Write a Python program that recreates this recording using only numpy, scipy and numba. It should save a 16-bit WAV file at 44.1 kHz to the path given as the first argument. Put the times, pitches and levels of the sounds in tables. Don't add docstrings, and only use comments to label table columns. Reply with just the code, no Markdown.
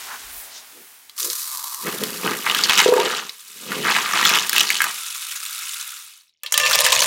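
import sys
import numpy as np
from scipy import signal
from scipy.fft import rfft, irfft
from scipy.io import wavfile
from scipy.ndimage import uniform_filter1d
from numba import njit

SR = 44100
rng = np.random.default_rng(int(sys.argv[2]) if len(sys.argv) > 2 else 0)


def wav_out(sig):
    wavfile.write(sys.argv[1], SR, np.round(np.clip(np.atleast_2d(sig).T, -1, 1) * 32767).astype(np.int16))


N = 311346
TIME = np.arange(N) / SR
TOP_HZ = 16000

# hands dig in t/s, taking hold/s, pressing on the bowl/s, shells in motion/s
SCOOPS = [(1.854, 0.0073, 0.52, 1.405), (3.696, 0.066, 0.17, 1.084)]


def spray():
    # f/Hz, level/dB
    on_shells = [(350, -50), (600, -34), (894, -23.5), (1040, -6.5), (1780, -14.5), (3040, -14),
                 (4050, -5.5), (6730, -5.5), (14900, -5), (16000, -16.5)]
    # f/Hz, level/dB
    on_water = [(400, -51.5), (700, -30), (1000, -8), (1300, -2.5), (1850, -5), (2250, -0.5), (2750, 1.5),
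                (3100, -1.5), (3600, 3), (4500, -2), (7200, 0), (10000, -1), (16000, -8)]
    filled = np.interp(TIME, [2.3, 4.8], [0, 1])
    drops = impacts(6000, 3.8) * flutter(260, 2.8)
    spatter = steady(colour(drops, on_shells), 5400, 24000)
    bubbles = steady(grains(3000, 3.5, 26, 700, 16000, glide=.12), 900, 16000)
    splashes = steady(impacts(9000, 2.5), 900, 16000)
    froth = colour((bubbles + splashes) * flutter(260, 2.66), on_water)
    froth = steady(froth, 8200, 16000)
    return undb(.5) * (np.sqrt(1 - filled) * spatter + np.sqrt(filled) * froth) * jet()


def jet():
    opens_s, shut_s, closing_s = 1.19, 6.337, .54
    valve = np.clip((shut_s - TIME) / closing_s, 0, 1) ** 1.83
    surge_db = 9.5 * np.exp(-np.maximum(TIME - opens_s, 0) / .42)
    hush_db = -11 * swell(3.33, .38)
    return undb(-35.5 + surge_db + hush_db) * valve * gate(opens_s, shut_s, .011, .01)


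def spurts():
    # t/s, relative level/dB
    slugs = [(1.1788, -11), (1.2026, -6.5), (1.229, -4), (1.3, -4), (1.331, -9)]
    slaps = band(sum(undb(db) * burst(s, t60=.028) for s, db in slugs), 3350, 8100)
    gurgle = steady(band(impacts(400, 1.5), 337, 496), 300, 520) * swell(1.27, .045)
    return undb(.5) * slaps + undb(-41.5) * gurgle


def pool():
    bubbles = grains(700, 2.7, 35, 1000, 4350, glide=.15)
    favoured = (band(bubbles, 1270, 1470) + undb(5) * band(bubbles, 2730, 2740)
                + undb(-5) * band(bubbles, 3450, 3800))
    return undb(-45.5) * steady(favoured, 900, 4000) * gate(4.9, 5.95, .03, .059)


def hollow():
    drumming = steady(band(impacts(900, 2.5), 960, 1160), 850, 1300)
    return undb(-40.5) * drumming * gate(1.533, SCOOPS[0][0], .058, .014)


def trickle():
    from_s, to_s, fade_db_per_s = 6.09, 6.42, 73
    drips = steady(band(grains(260, 3.4, 30, 2000, 7200, glide=.12), 2500, 5500), 2000, 7000)
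    fade = undb(-51.5 - fade_db_per_s * np.maximum(TIME - from_s, 0))
    return drips * fade * gate(from_s, to_s, .08, .01)


def hands():
    # t/s, length/s, face drive/dB, edges relative to faces/dB, bowl drive/dB
    shoves = [(1.864, 0.027, -28, -25, -29), (2.012, 0.023, -35, -5, -29.5),
              (2.25, 0.048, -21.5, -12, -26.5), (2.473, 0.022, -17.5, -6, -36),
              (2.567, 0.086, -25.5, 3, -36.5), (2.70, 0.047, -18.5, 0.5, -39.5),
              (2.788, 0.013, -15.5, 2, -31), (2.975, 0.18, -24.5, -1.5, -42), (3.708, 0.15, -32, -3, -32),
              (3.865, 0.11, -17.5, -6, -35.5), (4.047, 0.17, -24.5, -9, -45),
              (4.15, 0.092, -19.5, -4.5, -37.5), (4.257, .11, -19, 1.5, -35), (4.557, 0.049, -24, 6, -38.5),
              (4.69, 0.067, -31, 7.5, -53), (4.837, 0.033, -26.5, -3, -46)]
    release_s = .024
    moving = sum(gate(s, s + length, grip, release_s) for s, grip, _, length in SCOOPS)
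    pressing = sum(gate(s, s + press, grip, release_s) for s, grip, press, _ in SCOOPS)
    jostle = undb(-37.5) * moving
    faces, edges = [jostle], [jostle]
    rumble = [undb(-39) * pressing, undb(-47.5) * moving]
    for s, length, face_db, edge_db, rumble_db in shoves:
        shove = gate(s, s + length, .017, .056)
        faces.append(undb(face_db) * shove)
        edges.append(undb(face_db + edge_db) * shove)
        rumble.append(undb(rumble_db) * shove)
    return together(faces), together(edges), together(rumble)


def shells(face_drive, edge_drive):
    # f/Hz, level/dB
    spectrum = [(300, -37.5), (550, -10.5), (750, -4.5), (1150, 5), (2000, 1.5), (4000, -7.5),
                (7000, -12.5), (9000, -21), (16000, -26)]
    # t/s, relative level/dB, f/Hz, crack offset/dB
    collisions = [(1.0961, -22.5, 3960, -15), (2.0367, -7.5, 3420, -11), (2.4985, 1, 2800, -28),
                  (2.5478, 0, 3220, -19), (2.6373, 4, 4610, -32.5), (2.696, 5, 3320, -23.5),
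                  (2.7848, -3.5, 3840, -22), (2.7943, -3.5, 1000, -17.5), (2.801, -0.5, 2130, -22),
                  (2.8174, -3, 2130, -14.5), (2.9379, -7, 1150, -14.5), (3.2941, -10.5, 3850, -24),
                  (3.7187, -6.5, 1410, -22), (3.851, -6, 1310, -32), (4.1353, -2.5, 1180, -24),
                  (4.2113, -5, 1070, -27), (4.252, 5, 3280, -21), (4.2933, -1.5, 2440, -15),
                  (4.348, -4, 3280, -22), (4.4945, -5.5, 4470, -6), (4.5308, -4.5, 1620, -9),
                  (4.5628, 0, 2700, -15), (4.581, 3, 2690, -14.5), (4.607, 1.5, 2890, -17),
                  (4.7034, 2, 2230, -18.5), (4.8046, 1.5, 1650, -31), (4.8181, 1, 1630, -15.5),
                  (4.8417, -3, 1510, -11.5)]
    faces = grains(650, 2.7, 17, 600, 4200, count=3) * flutter(70, 2)
    edges = grains(650, 3.0, 22, 2600, 15000, count=4) * flutter(70, 2)
    faces = steady(colour(faces, spectrum), 800, 4200) * face_drive
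    edges = steady(colour(edges, spectrum), 3000, 5300) * edge_drive
    knocks = clacks(collisions, cycles=33, crack_db=14.5, chatter_db=-8, chatter_t60=.034)
    return undb(-2.5) * faces + undb(-3.5) * (edges + knocks)


def clacks(table, cycles, crack_db, chatter_db, chatter_t60):
    sizes = np.array([.7, .22, .22, -.14])
    out = np.zeros(N)
    for s, db, hz, offset_db in table:
        ratios = np.array([1, rng.uniform(.7, .9), rng.uniform(1.1, 1.4), rng.uniform(1.6, 2.4)])
        life = cycles * ratios * np.sqrt(hz / 1500)
        ring = rings(np.full(4, s), np.minimum(hz * ratios, TOP_HZ), life, sizes, 0.)
        chatter = band(burst(s, chatter_t60), hz / 1.14, hz * 1.42)
        crack = burst(s, t60=.015) * undb(crack_db + offset_db)
        out += undb(db) * (ring + undb(chatter_db) * chatter / np.abs(chatter).max() + crack)
    return band(out, 1000, 21000, order=4)


def bowl(drive):
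    # f/Hz, level/dB
    spectrum = [(30, -43.5), (100, -20.5), (212, 1), (270, -2.5), (430, 0), (700, -14.5), (1300, -37)]
    # f/Hz, level/dB, t60/s
    modes = [(399, -4.5, 0.071), (417.4, -15.5, .27), (449.6, 0.5, 0.091), (492, -11.5, 0.39),
             (590, -12, 0.02), (950, -20, 0.23)]
    # t/s, relative level/dB
    thumps = [(2.021, -24), (2.8605, -2), (2.886, -5), (2.923, -3), (2.965, -8.5), (3.068, -15)]
    judder = steady(colour(impacts(450, 2.2), spectrum), 120, 600)
    falling = gate(2.89, 3.01, .011, .057)
    patter = steady(struck(impacts(400, 2.4), modes), 120, 600) * falling
    boom = band(undb(-17.5) * patter + undb(3) * struck(blows(thumps), modes), 410, 3000)
    hum = steady(band(impacts(2000, 2), 150, 600, order=1), 120, 600) * jet()
    return undb(-1.5) * judder * drive + boom + undb(-37) * hum


def plops():
    # t/s, f/Hz, level/dB
    pockets = [(2.925, 916, -20), (2.979, 892, -11), (3.001, 935, -13)]
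    s, hz, db = np.array(pockets, float).T.copy()
    return band(rings(s, hz, np.full(len(s), 70.), undb(db), glide=.032), 501, 3010)


def pot():
    # f/Hz, level/dB
    spectrum = [(59, -63), (100, -23), (365, -23), (595, 1.5), (768, -12.5), (1030, 1), (1310, -11),
                (2690, -2.5), (7140, -5), (16000, -19.5)]
    # t/s, relative level/dB, f/Hz, crack offset/dB, blow to the steel/dB
    landings = [(6.434, -25.5, 2370, 2.5, -29.5), (6.462, -15.5, 3210, -12.5, -37.5),
                (6.523, -5, 6870, -7.5, -24), (6.541, -6, 3220, -5, -12.5), (6.577, -8, 2700, 4, -18),
                (6.599, -14, 1760, -2, -9.5), (6.634, -9, 2780, -19, -11), (6.662, -6.5, 2640, -12, -23),
                (6.711, -10, 1410, -10, -35), (6.73, -3.5, 3500, -11, -12), (6.755, -16.5, 1850, 10, -21),
                (6.806, -9, 7100, -1, -16), (6.864, -5, 1730, -5, -14), (6.922, -5, 3790, -12, -15)]
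    # f/Hz, level/dB, t60/s
    modes = [(515, -7, .4), (590, -4, .3), (1066, -10, .25), (1200, -8, .3), (1766, 0, .55),
             (2369, -12, .3), (2715, -3, .35), (3316, -9, .16), (5583, -9, .35), (7197, -12, .3),
             (8385, -15, .25)]
    creep_s, pour_s, build_s = 6.465, 6.52, .18
    slide = undb(-17) * (1 - np.exp(-np.maximum(TIME - pour_s, 0) / build_s))
    flow = slide + undb(-46) * gate(creep_s, pour_s, .012, .031)
    shower = grains(650, 2.8, 26, 350, 16000, count=5) * flutter(70, 2)
    shower = steady(shower, 800, 8000) + undb(-13) * steady(impacts(3500, 2.5), 800, 8000)
    clatter = steady(colour(shower, spectrum), 800, 8800)
    thud = steady(band(impacts(300, 1.2), 35, 250), 35, 250)
    hits = clacks([row[:4] for row in landings], cycles=43, crack_db=11, chatter_db=-1, chatter_t60=.084)
    strikes = band(blows([(row[0], row[4]) for row in landings]), 900, 16000, order=1)
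    bare = undb(np.interp(TIME, [6.65, 7.0], [0, -9]))
    push = undb(.5) * strikes + undb(-11.5) * impacts(340, .43) * slide * bare
    buzz = flutter(120, 3.3)
    ring = band(struck(push, modes), 630, 13000) * buzz
    return (clatter + undb(-33) * thud) * flow + undb(-2) * hits + ring


def tray():
    # f/Hz, level/dB
    spectrum = [(35, -34), (60, -16), (184, -18.5), (268, -8), (323, -23), (398, -6.5), (527, -17),
                (682, -7), (1620, -3), (6900, -6.5), (12100, -8.5), (16000, -11)]
    # t/s, half length/s, f/Hz, level/dB
    drags = [(0.122, 0.045, 1310, -33.5), (0.32, 0.096, 38, -53), (0.385, 0.092, 12500, -36),
             (0.47, 0.18, 840, -53.5), (0.562, 0.045, 5100, -38.5), (0.793, 0.05, 374, -51.5),
             (0.84, 0.26, 12700, -48.5)]
    stops_s, fade_db_per_s = 1.18, 15.5
    hiss = steady(colour(impacts(14000, 3.0), spectrum), 2200, 8000)
    sound = hiss * undb(-37.5 - fade_db_per_s * TIME) * gate(0, stops_s, .01, .026)
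    for s, half_s, hz, db in drags:
        swish = band(impacts(7400, .86), hz / 1.51, hz * 1.33)
        sound += undb(db) * swish / swish.std() * swell(s, half_s)
    return sound


def reflections(x, delay_s, t60, top_hz):
    age = TIME[:SR // 2]
    tail = band(rng.standard_normal(len(age)), 240, top_hz, order=1)
    tail *= undb(-60 * age / t60) * (age > delay_s)
    return signal.fftconvolve(x, tail / np.sqrt(np.sum(tail ** 2)))[:N]


def room_tone():
    return undb(-75) * band(rng.standard_normal(N), 25, 300, order=1)


def impacts(rate, spread_db):
    chosen = rng.random(N) < rate / SR
    return chosen * rng.choice([-1, 1], N) * undb(spread_db * np.minimum(rng.exponential(size=N), 4))


def grains(rate, spread_db, cycles, lo_hz, hi_hz, glide=0., count=1):
    chance = rng.random((int(rate * N / SR), 2 + 2 * count))
    start = np.repeat(chance[:, 0] * (N - 1) / SR, count)
    size = np.repeat(undb(spread_db * np.minimum(-np.log(chance[:, 1]), 4)), count)
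    hz = lo_hz * (min(hi_hz, .4 * SR) / lo_hz) ** chance[:, 2::2].ravel()
    life = cycles * (.5 + chance[:, 3::2].ravel())
    polarity = (-1) ** np.arange(len(hz))
    return rings(start, hz, life, size * hz / hi_hz * polarity, float(glide))


@njit
def rings(start, hz, cycles, size, glide):
    out = np.zeros(N)
    for k in range(len(start)):
        first, length = int(start[k] * SR), int(cycles[k] / hz[k] * SR) + 2
        phase, amplitude, fade = 0., size[k], np.exp(-6.9 / length)
        for i in range(max(0, min(length, N - first))):
            phase += 2 * np.pi * hz[k] / SR * (1 + glide * i / length)
            out[first + i] += amplitude * np.sin(phase)
            amplitude *= fade
    return out


def burst(s, t60):
    age = TIME[:SR // 10]
    puff = rng.standard_normal(len(age)) * undb(-60 * age / t60)
    return np.pad(puff / np.abs(puff).max(), (int(s * SR), N))[:N]


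def blows(table):
    return sum(undb(db) * (np.arange(N) == int(s * SR)) for s, db in table)


def struck(push, modes):
    age = TIME[:SR]
    ring = sum(undb(db - 60 * age / t60) * np.sin(2 * np.pi * hz * age) for hz, db, t60 in modes)
    return signal.fftconvolve(push, ring / np.abs(ring).max())[:N]


def band(x, lo_hz, hi_hz, order=2):
    sos = signal.butter(order, [lo_hz, min(hi_hz, .48 * SR)], "band", fs=SR, output="sos")
    return signal.sosfilt(sos, x + 1e-18)


def colour(x, points):
    hz, db = np.transpose(points)
    size = 4096
    bin_hz = np.arange(size // 2 + 1) * SR / size
    log_gain = np.log(undb(np.interp(np.log(bin_hz + 1), np.log(hz), db)))
    cepstrum = irfft(log_gain)[:size // 2]
    cepstrum[1:] *= 2
    return signal.fftconvolve(x, irfft(np.exp(rfft(cepstrum, size))))[:N]


def steady(x, lo_hz, hi_hz):
    power = uniform_filter1d(uniform_filter1d(band(x, lo_hz, hi_hz) ** 2, SR // 10), SR // 20)
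    return x / np.sqrt(np.abs(power) + 1e-12)


def flutter(rate, depth_db):
    knots = rng.standard_normal(8000)
    return undb(depth_db * np.interp(TIME * rate, np.arange(len(knots)), knots))


def gate(start, end, attack, release):
    return np.exp(-np.maximum(start - TIME, 0) / attack - np.maximum(TIME - end, 0) / release)


def swell(peak_s, half_s):
    return np.exp(-((TIME - peak_s) / half_s) ** 2)


def together(gains):
    return np.sqrt(sum(gain ** 2 for gain in gains))


def undb(db):
    return 10 ** (np.asarray(db) / 20)


def scene():
    faces, edges, rumble = hands()
    water = spray() + pool() + hollow() + trickle() + spurts()
    near = water + shells(faces, edges) + bowl(rumble) + plops() + pot()
    sink = undb(-14) * reflections(near, delay_s=.002, t60=.06, top_hz=7000)
    kitchen = undb(-18) * reflections(near, delay_s=.008, t60=.22, top_hz=6000)
    return (near + sink + kitchen + room_tone() + tray())[None]


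def record(dry):
    rounded = dry / (1 + dry ** 4) ** .25
    return signal.sosfilt(signal.ellip(10, .2, 80, TOP_HZ, fs=SR, output="sos"), rounded)


dry = scene()
out = record(dry)
wav_out(out)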